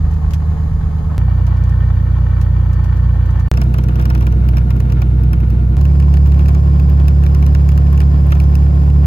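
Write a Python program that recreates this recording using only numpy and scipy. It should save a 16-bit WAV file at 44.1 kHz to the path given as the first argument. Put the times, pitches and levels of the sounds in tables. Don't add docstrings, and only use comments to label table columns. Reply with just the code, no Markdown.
import sys
import numpy as np
from scipy.fft import rfft, irfft, next_fast_len
from scipy.io import wavfile
from scipy.ndimage import uniform_filter1d, minimum_filter1d, map_coordinates

SR = 44100
rng = np.random.default_rng(int(sys.argv[2]) if len(sys.argv) > 2 else 0)


def master(y):
    cut = np.clip(np.atleast_2d(y).T, -1, 1)
    pcm = np.round(cut * 32767)
    wavfile.write(sys.argv[1], SR, pcm.astype(np.int16))


N = 399546

# start_s, end_s, shaft angle at the start [turns]
COLD_SPAN = (0, 1.18, .547)
IDLE_SPAN = (1.18, 3.485, -.16)
WING_SPAN = (3.5155, 5.768, -.007)
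TAXI_SPAN = (5.768, 9.1, -.287)
# time_s, shaft_hz
COLD_SPEED = [(0, 17.013)]
IDLE_SPEED = [(1.18, 20.333), (2.2, 20.227), (2.95, 20.193), (3.25, 19.973)]
WING_SPEED = [(3.5, 20.747)]
TAXI_SPEED = [(8.5, 23.609), (9.05, 23.853)]
# order [multiple of shaft speed], relative level_db
COLD_ORDERS = [(1.0, -50), (2.0, -36), (3.0, -24), (4.5, -16.5), (5.0, -31.5), (5.5, -42), (6.0, -28.0),
               (6.5, -36), (7.0, -35), (7.5, -41), (8.0, -41), (9.0, -25.5), (9.5, -45.0), (10.0, -37),
               (10.5, -44), (11.0, -37), (11.5, -56.5), (12.0, -58), (12.5, -50), (13.0, -53), (13.5, -51),
               (14.0, -49), (14.5, -61.5), (15.0, -46), (17.0, -57), (17.5, -57), (18.0, -54.5),
               (23.5, -65.5), (24.0, -55.5), (25.5, -58), (27.0, -51.5), (28.0, -67), (31.0, -66),
               (34.0, -55.5), (36.5, -70.5), (38.5, -73), (39.0, -65), (40.0, -68.0), (42.0, -60),
               (44.0, -72.5), (58.5, -63)]
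IDLE_ORDERS = [(1.0, -51.5), (1.5, -36.5), (2.0, -39.5), (3.0, -14), (3.5, -34), (4.0, -44.0), (4.5, -16.5),
               (5.0, -49.5), (5.5, -48), (6.0, -20), (6.5, -36), (7.0, -49.5), (7.5, -29), (8.0, -42),
               (8.5, -41.5), (9.0, -35.5), (9.5, -54.5), (10.0, -49), (10.5, -41), (11.0, -51.5),
               (12.5, -56), (13.0, -60), (13.5, -61), (14.0, -60), (14.5, -59), (15.0, -60), (15.5, -58.0),
               (16.0, -50), (16.5, -55.5), (17.0, -60), (19.5, -56.5), (22.0, -56.5), (23.0, -67.5),
               (23.5, -56.5), (24.0, -60), (25.0, -57.0), (25.5, -61), (28.5, -56), (29.0, -60.5)]
WING_ORDERS = [(1.0, -58.5), (1.5, -40.5), (2.0, -42), (3.0, -11), (4.0, -43), (4.5, -21.5), (5.0, -22.5),
               (5.5, -44), (6.0, -18.0), (6.5, -39.0), (7.0, -51.5), (7.5, -24.0), (8.0, -41), (8.5, -30),
               (9.0, -47), (9.5, -56.5), (10.0, -32), (10.5, -34.5), (11.0, -42.5), (11.5, -59.5),
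               (12.0, -48), (12.5, -45.5), (13.0, -48), (13.5, -54.5), (14.0, -48), (14.5, -47),
               (15.0, -42.5), (15.5, -40), (16.5, -52), (17.0, -50.5), (17.5, -57.5), (18.0, -49),
               (19.0, -69), (19.5, -61.5), (20.0, -63), (20.5, -58.5), (21.0, -51.5), (21.5, -60),
               (22.0, -59), (22.5, -58), (23.0, -65), (23.5, -54.5), (24.0, -47.5), (25.0, -56),
               (25.5, -63.5), (27.0, -60.5), (30.0, -59.5), (33.0, -54.5), (33.5, -61.5)]
TAXI_ORDERS = [(1.5, -35), (2.0, -42), (3.0, -9.0), (4.0, -34.5), (4.5, -22.0), (5.0, -31.5), (5.5, -36.5),
               (6.0, -17.5), (6.5, -42.5), (7.0, -36.5), (7.5, -25.0), (8.0, -50.5), (8.5, -49.5),
               (9.0, -40.5), (9.5, -46.5), (10.0, -41), (10.5, -44), (11.0, -56.5), (11.5, -62.5),
               (12.0, -43.5), (12.5, -49.5), (13.0, -49), (13.5, -53.5), (14.0, -49), (14.5, -58),
               (15.0, -43.5), (15.5, -47.5), (16.5, -55.5), (17.0, -55.5), (17.5, -52.5), (18.0, -64),
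               (18.5, -65), (19.0, -58.5), (19.5, -58.5), (20.0, -50), (20.5, -50), (21.5, -69),
               (22.5, -53.5), (23.0, -63.5), (24.0, -60.5), (24.5, -55.5), (25.0, -57.5), (25.5, -57.5),
               (26.0, -58), (27.0, -65), (27.5, -62), (29.5, -65), (30.5, -66), (31.5, -56), (32.0, -63),
               (32.5, -58.5), (33.0, -58)]
# frequency_hz, relative level_db
EXHAUST_BOOM = [(14, -51.5), (25, -19), (40, -5.5), (62, -2.5), (90, -9), (130, -3.5), (175, -11.5),
                (230, -20), (320, -46), (600, -79), (2000, -130)]
# frequency_hz, relative level_db
COLD_WASH = [(160, -45.5), (280, -5.5), (350, -6.5), (430, -5), (530, -11), (720, -10), (870, -5),
             (980, -9.5), (1090, -6), (1400, -17.5), (1620, -17.5), (1840, -16), (1970, -20), (2700, -30),
             (2890, -25.5), (3300, -30.5), (5000, -33.5), (5700, -37.5), (6700, -35), (7700, -45),
             (13400, -39.5), (16000, -48.5)]
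IDLE_WASH = [(140, -37), (240, -3), (312, -3.5), (421, -12.5), (485, -5.5), (545, -9.5), (590, -7),
             (640, -8), (690, -5), (790, -8.5), (860, -4), (950, -5), (1110, -6.5), (1200, -11),
             (1500, -10.5), (1590, -19.5), (1820, -12), (2020, -23.5), (2280, -19.5), (2500, -28),
             (2920, -24), (3600, -31.5), (4600, -30.5), (5500, -38.5), (6500, -35.5), (7800, -48.5),
             (13400, -38.5), (16000, -46.5)]
WING_WASH = [(150, -39.5), (240, -13), (330, -10), (420, -11.5), (510, -14), (570, -23), (640, -17.5),
             (820, -24), (910, -19), (1000, -25.5), (1450, -23), (1850, -33.5), (2400, -32), (3200, -37.5),
             (4500, -43), (6250, -48), (8600, -55.5), (13400, -47.5), (16000, -66)]
TAXI_WASH = [(140, -27.5), (230, -6), (290, -6), (360, -10.5), (470, -13), (600, -19.5), (667, -20),
             (769, -19.5), (969, -21), (1060, -15.5), (1200, -24.5), (1300, -23), (1700, -29), (2040, -31),
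             (2660, -30), (3700, -39), (5000, -40.5), (5700, -44.5), (6950, -45.5), (8600, -54.5),
             (12900, -44), (16000, -61)]
COLD_STROKES = [1.8, 3.5, 2, 1.4, 3.3, 1.2]
IDLE_STROKES = [3.3, 4.9, 3.5, 2.4, 2, 5.8]
WING_STROKES = [2.9, 1.2, 3.5, 4.1, 1, 3.4]
TAXI_STROKES = [4, 1.8, 3.6, 4.8, 0.67, 1.7]
# frequency_hz, relative side_level_db
AISLE_WIDTH = [(60, -28.5), (110, -10), (200, -2.5), (380, -4.5), (700, -3.5), (1290, -2), (2380, -2.5),
               (4400, -3), (8120, 7), (15000, -5.5)]
WINDOW_WIDTH = [(60, -16.5), (110, -15), (200, -16), (380, -4), (700, 6), (1290, 4.5), (2380, -3.5),
                (4400, -4), (8120, 9), (15000, -6.5)]
# frequency_hz, left_minus_right_db
WASH_LEAN = [(200, 9), (350, 3), (700, 4), (1400, 1.5), (2500, -1), (5000, 2.5), (10000, -1)]
# frequency_hz, relative lean_db (added left, taken right)
DRONE_LEAN = [(180, 0), (280, 1.5), (700, 2.5)]
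# start_s, level_db
KNOCKS = [(1.098, -36), (1.112, -36), (1.278, -34.5), (1.381, -38), (1.472, -35.5), (1.51, -43),
          (2.263, -42)]
# frequency_hz, relative level_db
KNOCK_COLOUR = [(300, -17.5), (800, 4.5), (1300, -4), (2300, -20), (4000, -34), (8000, -51)]
# start_s, panel knock_db, edge snap_db,
# higher ring_db, sizzle_db
TICKS = [(3.5376, -32, -37.5, -46.5, -49.5), (3.5723, -27.5, -37, -38, -44.5),
         (3.6149, -27.0, -35.5, -37.5, -44.5), (3.6363, -48.0, -63.5, -50, -50.5),
         (3.74, -28.5, -39, -47.5, -42.5), (3.783, -27.5, -47.5, -44.5, -44.5),
         (3.8373, -35, -46.5, -43.5, -46.5), (3.8845, -32, -41.5, -46.5, -45.5),
         (3.9555, -34, -44.5, -48, -48.5), (3.9956, -28, -41, -49, -49.5),
         (4.0125, -38, -42.5, -50.5, -49.5), (4.0224, -34, -45.5, -48, -47), (4.054, -29.5, -34, -45, -43),
         (4.1002, -25.5, -42, -40, -41.5), (4.149, -28, -38, -43.5, -43), (4.177, -40, -45.0, -51.5, -53),
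         (4.2077, -32.0, -45.5, -46.5, -47.0), (4.2234, -31.5, -45.0, -46.5, -49),
         (4.267, -28, -37, -42, -47), (4.3225, -35, -49.5, -47, -50), (4.4869, -34.0, -37.0, -46.5, -42),
         (4.5688, -29, -38, -40.5, -43), (4.5808, -38, -40.5, -45.5, -47.5), (4.7046, -31, -39, -47.5, -44),
         (4.7642, -44, -50, -55.5, -53.5), (4.8017, -36.5, -38.5, -47, -45.5),
         (4.8994, -41, -43.5, -49.5, -55), (4.9214, -36.0, -40.5, -50, -48.5),
         (5.0179, -28, -36.5, -47.5, -43), (5.2345, -44, -50.5, -51, -47), (5.3305, -30, -40, -42, -42),
         (5.4025, -47, -50, -55.5, -54.5), (5.5015, -44, -48.5, -54, -49.5),
         (5.8118, -36.0, -41.5, -44, -48), (5.852, -37, -38, -48, -48), (5.9992, -41, -38.0, -52, -48),
         (6.0243, -39, -44, -56, -62.5), (6.1392, -34, -36.5, -47.5, -47.5),
         (6.1694, -36.5, -37.5, -51.5, -52), (6.2594, -39, -44, -50, -55.0),
         (6.2711, -42.5, -51.5, -51.5, -48.5), (6.3195, -41.5, -42.5, -49, -52),
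         (6.3425, -45, -45.5, -58, -67.5), (6.391, -32, -42, -51.5, -50.0), (6.4053, -37, -49, -52, -61),
         (6.4572, -40, -39.5, -48, -50.5), (6.4825, -35, -38.5, -45, -46), (6.4892, -35, -41, -49, -48),
         (6.547, -33, -41.5, -51.5, -51), (6.797, -36, -39.0, -51, -49.0),
         (6.8968, -45.5, -47.5, -57, -46.0), (6.9977, -34, -49, -54.5, -58.5),
         (7.0813, -34.5, -37, -38.5, -40.5), (7.2361, -46, -39, -54, -49.5),
         (7.263, -39, -36.5, -51.5, -48), (7.3467, -34.5, -40, -43, -44.5), (7.425, -33.5, -41, -51, -49),
         (7.4637, -35.5, -42, -46.5, -42.5), (7.5484, -28.5, -32.5, -43, -46),
         (7.6892, -39, -37.5, -43.5, -45), (7.7173, -36, -47, -50.5, -50), (7.7758, -36, -37, -50.5, -45.0),
         (7.8673, -44.5, -51, -55, -67), (7.9275, -33.5, -43, -49, -45),
         (7.9755, -41.5, -39.5, -49.5, -50.0), (8.0029, -33, -33.5, -49, -43.0),
         (8.0149, -35.5, -41.5, -46.5, -50.5), (8.268, -52, -57.5, -61.5, -49),
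         (8.3056, -45.5, -44, -54.5, -49), (8.3197, -23, -35, -45.5, -42), (8.3505, -37, -46.5, -51.0, -52),
         (8.4001, -37.5, -36, -43, -45), (8.4175, -38.0, -56, -67, -51.0),
         (8.438, -41.5, -54, -49.5, -54.5), (8.5525, -40, -37.5, -38.5, -41.5), (8.9, -39, -45, -50.5, -57)]
# centre_hz, width_hz, relative level_db
PANEL_RESONANCES = [(700, 550, -5), (920, 63, 3.5), (1400, 850, -2), (1800, 300, -6)]
SNAP_RESONANCES = [(1770, 690, -4.5), (2320, 250, 1), (2770, 420, -1), (3320, 440, -8)]
RING_RESONANCES = [(4700, 790, -9), (5350, 290, 7.5), (6100, 340, -6), (7200, 750, -12)]
# frequency_hz, relative level_db
CRACK = [(400, -22), (1200, -9), (3000, -10), (7000, -15), (11000, -26)]
# frequency_hz, relative level_db
SIZZLE_COLOUR = [(5000, -24), (8500, -13.5), (10500, -0.5), (13000, 3), (16000, 0)]
# start_s, relative peak_db
GEAR = [(0.111, -37.5), (0.136, -37), (0.3074, -31), (0.335, -22.5), (0.3411, -31.5), (1.4667, -31),
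        (1.5689, -36), (1.6373, -33.5), (1.6932, -35), (2.413, -27.5), (2.731, -30.5), (2.8411, -32),
        (2.969, -35.5), (3.258, -33.5), (3.3044, -35), (3.3972, -31)]
# frequency_hz, relative level_db
GEAR_COLOUR = [(400, -0.5), (1000, 2.5), (2500, 2.5), (4000, -2.5), (6000, -1), (9000, -11.5), (13000, -7),
               (16000, -16.5)]
# time_s, pitch_hz, level_db
PANEL_WHINE = [(0, 4447, -71), (0.5, 4447, -75), (1.12, 4447, -74), (1.125, 4511, -68), (2.45, 4511, -68),
               (3.05, 4511, -73), (3.485, 4511, -72), (3.52, 4511, -110)]
# pitch_hz, level_db, start_s, end_s
FAINT_WHINES = [(6675, -73, -.2, 1.25), (6449, -76, -.2, 1.25), (6312, -79, 1.1, 3.485),
                (13450, -81, 2.0, 3.2), (6312, -78, 3.516, 5.768)]
# start_s, step level_db
JUMPS = [(1.1806, -12), (3.484, -31), (3.5153, -3.5), (5.769, -18)]


def engine(span, speed, orders, spectrum, width, strokes_db, drone_db, rumble_db, tilt_db, wash_db,
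           wash_db_per_s, waver_db, spread, stroke_at, firing_at):
    drone_db_per_hz, wash_db_per_hz = 0.5, -0.5
    swell_db, swell_hz, edge_s = 0.3, 11, 0.005
    start, end, first_turn = span
    t = np.arange(round(start * SR), min(N, round(end * SR))) / SR
    shaft_hz = np.interp(t, *np.transpose(speed))
    turns = first_turn + np.cumsum(shaft_hz) / SR
    faster_hz = shaft_hz - shaft_hz.mean()

    boom_level = drone_db + drone_db_per_hz * faster_hz
    air_level = wash_db + wash_db_per_hz * faster_hz + wash_db_per_s * (t - t.mean())
    air_level = air_level + swell_db * wobble(t, swell_hz)

    tones = drone(t, turns, orders, width, waver_db, spread)
    rumble = amp(rumble_db) * uneven_firing(turns, tilt_db)
    boom = amp(boom_level) * unit(tones + rumble)
    air = amp(air_level) * wash(t, turns, spectrum, width, strokes_db, stroke_at, firing_at)
    edges = np.sin(np.pi / 2 * np.clip(np.minimum(t - start, end - t) / edge_s, 0, 1)) ** 2
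    out = np.zeros((2, N))
    add(out, start, edges * (boom + air))
    return out


def drone(t, turns, orders, width, waver_db, spread):
    left_db, side_db = -0.8, -6.0
    mid, side = np.zeros((2, len(t)))
    mean_shaft_hz = np.ptp(turns) / np.ptp(t)
    knots = t[::SR // 100]
    for order, db in orders:
        in_step = order % 1.5 == 0 and order < 10
        if in_step:
            phase = spread * (order / 1.5 - 2) * (order / 1.5 - 3)
        else:
            phase = rng.uniform(0, 2 * np.pi)
        angle = 2 * np.pi * order * turns + phase
        waver = waver_db * np.sqrt(order) * wobble(knots, 4)
        size = np.interp(t, knots, amp(db + waver))
        mid -= size * np.cos(angle)
        side += size * np.sin(angle) * amp(along(width, order * mean_shaft_hz) + side_db)

    def lean(hz):
        return amp(np.outer([1, -1], left_db + along(DRONE_LEAN, hz)))

    return unit(filtered(np.array([mid + side, mid - side]), lean))


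def uneven_firing(turns, tilt_db):
    firing_count = np.floor(3 * turns)
    fires = np.diff(firing_count, prepend=firing_count[0])
    puffs = fires * rng.standard_normal(len(turns))
    return unit(filtered(puffs, lambda hz: amp(along(EXHAUST_BOOM, hz) + tilt_db * np.log2(hz + 1))))


def wash(t, turns, spectrum, width, strokes_db, stroke_at, firing_at):
    firing_throb = 0.23
    flutter_db, scatter_db, ripple_db = 1.0, 1.8, 2.4
    locked, locked_hz = 0.25, 1500
    split_hz, hiss_hz = 600, 4130

    firings = 3 * (turns - stroke_at)
    cylinder = np.round(firings).astype(int) % len(strokes_db)
    rise_db = np.array(strokes_db)[cylinder] + scatter_db * wobble(firings, 0.97)
    stroke = amp(np.cos(np.pi * firings) ** 2 * rise_db)

    def share(hz):
        return locked / (1 + (hz / locked_hz) ** 4)

    air = filtered(rng.standard_normal((2, len(t))), lambda hz: np.sqrt(1 - share(hz)))
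    air = air + filtered(clatter(turns), lambda hz: np.sqrt(share(hz)))

    def cabin_modes(hz):
        return amp(ripple_db * np.array([wobble(np.sqrt(hz), 0.97), wobble(np.sqrt(hz), 0.92)]))

    air = filtered(air, cabin_modes)
    low = filtered(air, lambda hz: 1 / (1 + (hz / split_hz) ** 6))
    hiss = filtered(air, lambda hz: 1 - 1 / (1 + (hz / hiss_hz) ** 4))
    throbbing = low * np.exp(firing_throb * np.cos(6 * np.pi * (turns - firing_at)))
    beating = (air - low - hiss) * unit(stroke)
    air = (throbbing + beating) * amp(flutter_db * wobble(t, 29.99)) + hiss

    def mid_side_colour(hz):
        return amp(along(spectrum, hz)) * np.array([np.ones_like(hz), amp(along(width, hz))])

    mid, side = filtered(air, mid_side_colour)
    body = np.std(filtered(mid, lambda hz: (hz > 400) & (hz < 2000)))
    pair = np.array([mid + side, mid - side]) / body
    return filtered(pair, lambda hz: amp(np.outer([.5, -.5], along(WASH_LEAN, hz))))


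def clatter(turns):
    length = int(2 * len(turns) / np.ptp(turns))
    place = (turns / 2 % 1) * length
    cycles = rng.standard_normal((2, length))
    return np.array([map_coordinates(cycle, [place], mode="grid-wrap") for cycle in cycles])


def engine_knocks():
    rise_s = 0.005
    out, t = np.zeros((2, N)), np.arange(SR // 16) / SR
    swell = t / rise_s * np.exp(1 - t / rise_s)
    for s, db in KNOCKS:
        noise = rng.standard_normal((2, len(t)))
        clack = unit(filtered(noise, lambda hz: amp(along(KNOCK_COLOUR, hz))))
        mid, side = clack * [[1], [.5]]
        add(out, s, amp(db) * swell * np.array([mid + side, mid - side]))
    return out


def trim_ticks():
    knock_gain_db, snap_gain_db = -0.5, 1.5
    scrape_s, swing_s = 0.0013, 0.0051
    edge_lag_s, knock_lag_s = 0.000442, 0.0003
    soft_hz = 2600
    echo_t60_s, echo_db = 0.055, -19
    out, t = np.zeros((2, N)), np.arange(SR // 16) / SR

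    def crack(hz):
        return 1j * amp(along(CRACK, hz))

    def burst(rise_s, colour, lag_s):
        contact = (t / rise_s * np.exp(1 - t / rise_s)) ** 2 * rng.standard_normal(len(t))
        echo_decay = amp(echo_db - 60 * t / echo_t60_s) * np.minimum(t / rise_s, 1)
        echoes = echo_decay * rng.standard_normal((2, len(t)))
        delayed = lambda hz: colour(hz) * np.exp(-2j * np.pi * np.outer([0, lag_s], hz))
        pair = filtered(contact + echoes, delayed)
        return pair / np.sqrt(np.sum(pair ** 2) / (.02 * SR))

    for s, knock_db, snap_db, ring_db, sizzle_db in TICKS:
        panel_tone = resonances(PANEL_RESONANCES)
        snap_tone = resonances(SNAP_RESONANCES)
        ring_tone = resonances(RING_RESONANCES)
        knock = burst(swing_s, lambda hz: panel_tone(hz) / (1 + 1j * hz / soft_hz) ** 2, knock_lag_s)
        snap = burst(scrape_s, lambda hz: snap_tone(hz) + crack(hz), edge_lag_s)
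        ring = burst(scrape_s, lambda hz: ring_tone(hz) + crack(hz), edge_lag_s)
        sizzle = burst(scrape_s, lambda hz: amp(along(SIZZLE_COLOUR, hz)), 0)
        tick = amp(knock_db + knock_gain_db) * knock + amp(snap_db + snap_gain_db) * snap
        add(out, s, tick + amp(ring_db) * ring + amp(sizzle_db) * sizzle)
    return out


def resonances(table, scatter_db=1):
    gains = amp(scatter_db * rng.standard_normal(len(table)))

    def response(hz):
        total = 0
        for k, (centre, width, db) in enumerate(table):
            damping = 1j * hz * width
            total = total + (-1) ** k * gains[k] * amp(db) * damping / (centre ** 2 - hz ** 2 + damping)
        return total

    return response


def gear_clicks():
    level_db, t60_s = -3.5, 0.063
    out, t = np.zeros((2, N)), np.arange(SR // 12) / SR
    for s, db in GEAR:
        noise = amp(-60 * t / t60_s) * rng.standard_normal((2, len(t)))
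        click = filtered(noise, lambda hz: amp(along(GEAR_COLOUR, hz)))
        add(out, s, amp(db + level_db) * click / np.abs(click.mean(0)).max())
    return out


def whine():
    drift_rad, flicker_db, fade_s = 0.25, 3.5, 0.21
    t = np.arange(N) / SR

    def tone(cycles, db):
        level = np.sqrt(2) * amp(db + flicker_db * wobble(t, 4.6))
        drift = drift_rad * np.array([wobble(t, 15), wobble(t, 15)])
        return level * np.sin(2 * np.pi * cycles + drift)

    time_s, pitch_hz, level_db = np.transpose(PANEL_WHINE)
    cycles = np.cumsum(np.interp(t, time_s, pitch_hz)) / SR
    out = tone(cycles, np.interp(t, time_s, level_db))
    for hz, db, start, end in FAINT_WHINES:
        fade = np.clip(np.minimum(t - start, end - t) / fade_s, 0, 1)
        out += tone(hz * t, db) * fade
    return out


def pops():
    t60_s = 0.018
    out, t = np.zeros((2, N)), np.arange(SR // 20) / SR
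    for s, db in JUMPS:
        add(out, s, -np.tile(amp(db - 60 * t / t60_s), (2, 1)))
    return out


def amp(db):
    return 10 ** (np.asarray(db) / 20)


def unit(x):
    return x / np.sqrt(np.mean(x ** 2) + 1e-20)


def along(points, hz):
    f, v = np.transpose(points)
    return np.interp(np.log(hz + 1), np.log(f + 1), v)


def wobble(t, rate):
    return map_coordinates(rng.standard_normal(2 ** 10), [(t - t[0]) * rate], mode="mirror")


def filtered(x, response):
    n = x.shape[-1]
    m = next_fast_len(n + SR // 4)
    return irfft(rfft(x, m) * response(np.fft.rfftfreq(m, 1 / SR)), m)[..., :n]


def add(track, s, sound):
    part = track[:, round(s * SR):][:, :sound.shape[-1]]
    part += sound[:, :part.shape[-1]]


def scene():
    cold = engine(COLD_SPAN, COLD_SPEED, COLD_ORDERS, COLD_WASH, AISLE_WIDTH, COLD_STROKES,
                  drone_db=-13.5, rumble_db=-8, tilt_db=-6.5, wash_db=-41.0, wash_db_per_s=0.5,
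                  waver_db=0.04, spread=-0.912, stroke_at=0.069, firing_at=0.13)
    idle = engine(IDLE_SPAN, IDLE_SPEED, IDLE_ORDERS, IDLE_WASH, AISLE_WIDTH, IDLE_STROKES,
                  drone_db=-10.5, rumble_db=-17.0, tilt_db=0.5, wash_db=-40, wash_db_per_s=-0.05,
                  waver_db=0.14, spread=-0.45, stroke_at=0.25, firing_at=0.058)
    wing = engine(WING_SPAN, WING_SPEED, WING_ORDERS, WING_WASH, WINDOW_WIDTH, WING_STROKES,
                  drone_db=-10, rumble_db=-15.5, tilt_db=4.0, wash_db=-41.5, wash_db_per_s=-1.0,
                  waver_db=0.4, spread=-0.34, stroke_at=0.18, firing_at=0.2)
    taxi = engine(TAXI_SPAN, TAXI_SPEED, TAXI_ORDERS, TAXI_WASH, WINDOW_WIDTH, TAXI_STROKES,
                  drone_db=-7.5, rumble_db=-19.0, tilt_db=0.5, wash_db=-40.0, wash_db_per_s=0.24,
                  waver_db=0.28, spread=0.53, stroke_at=.17, firing_at=.31)
    running = cold + idle + wing + taxi + engine_knocks()
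    return running + trim_ticks() + gear_clicks() + whine() + pops()


def record(dry):
    ceiling, top_hz = 0.87, 16000
    needed = ceiling / np.maximum(np.abs(dry).max(0), ceiling)
    gain = uniform_filter1d(minimum_filter1d(needed, SR // 40), SR // 40)
    return filtered(dry * gain, lambda hz: hz < top_hz)


dry = scene()
out = record(dry)
master(out)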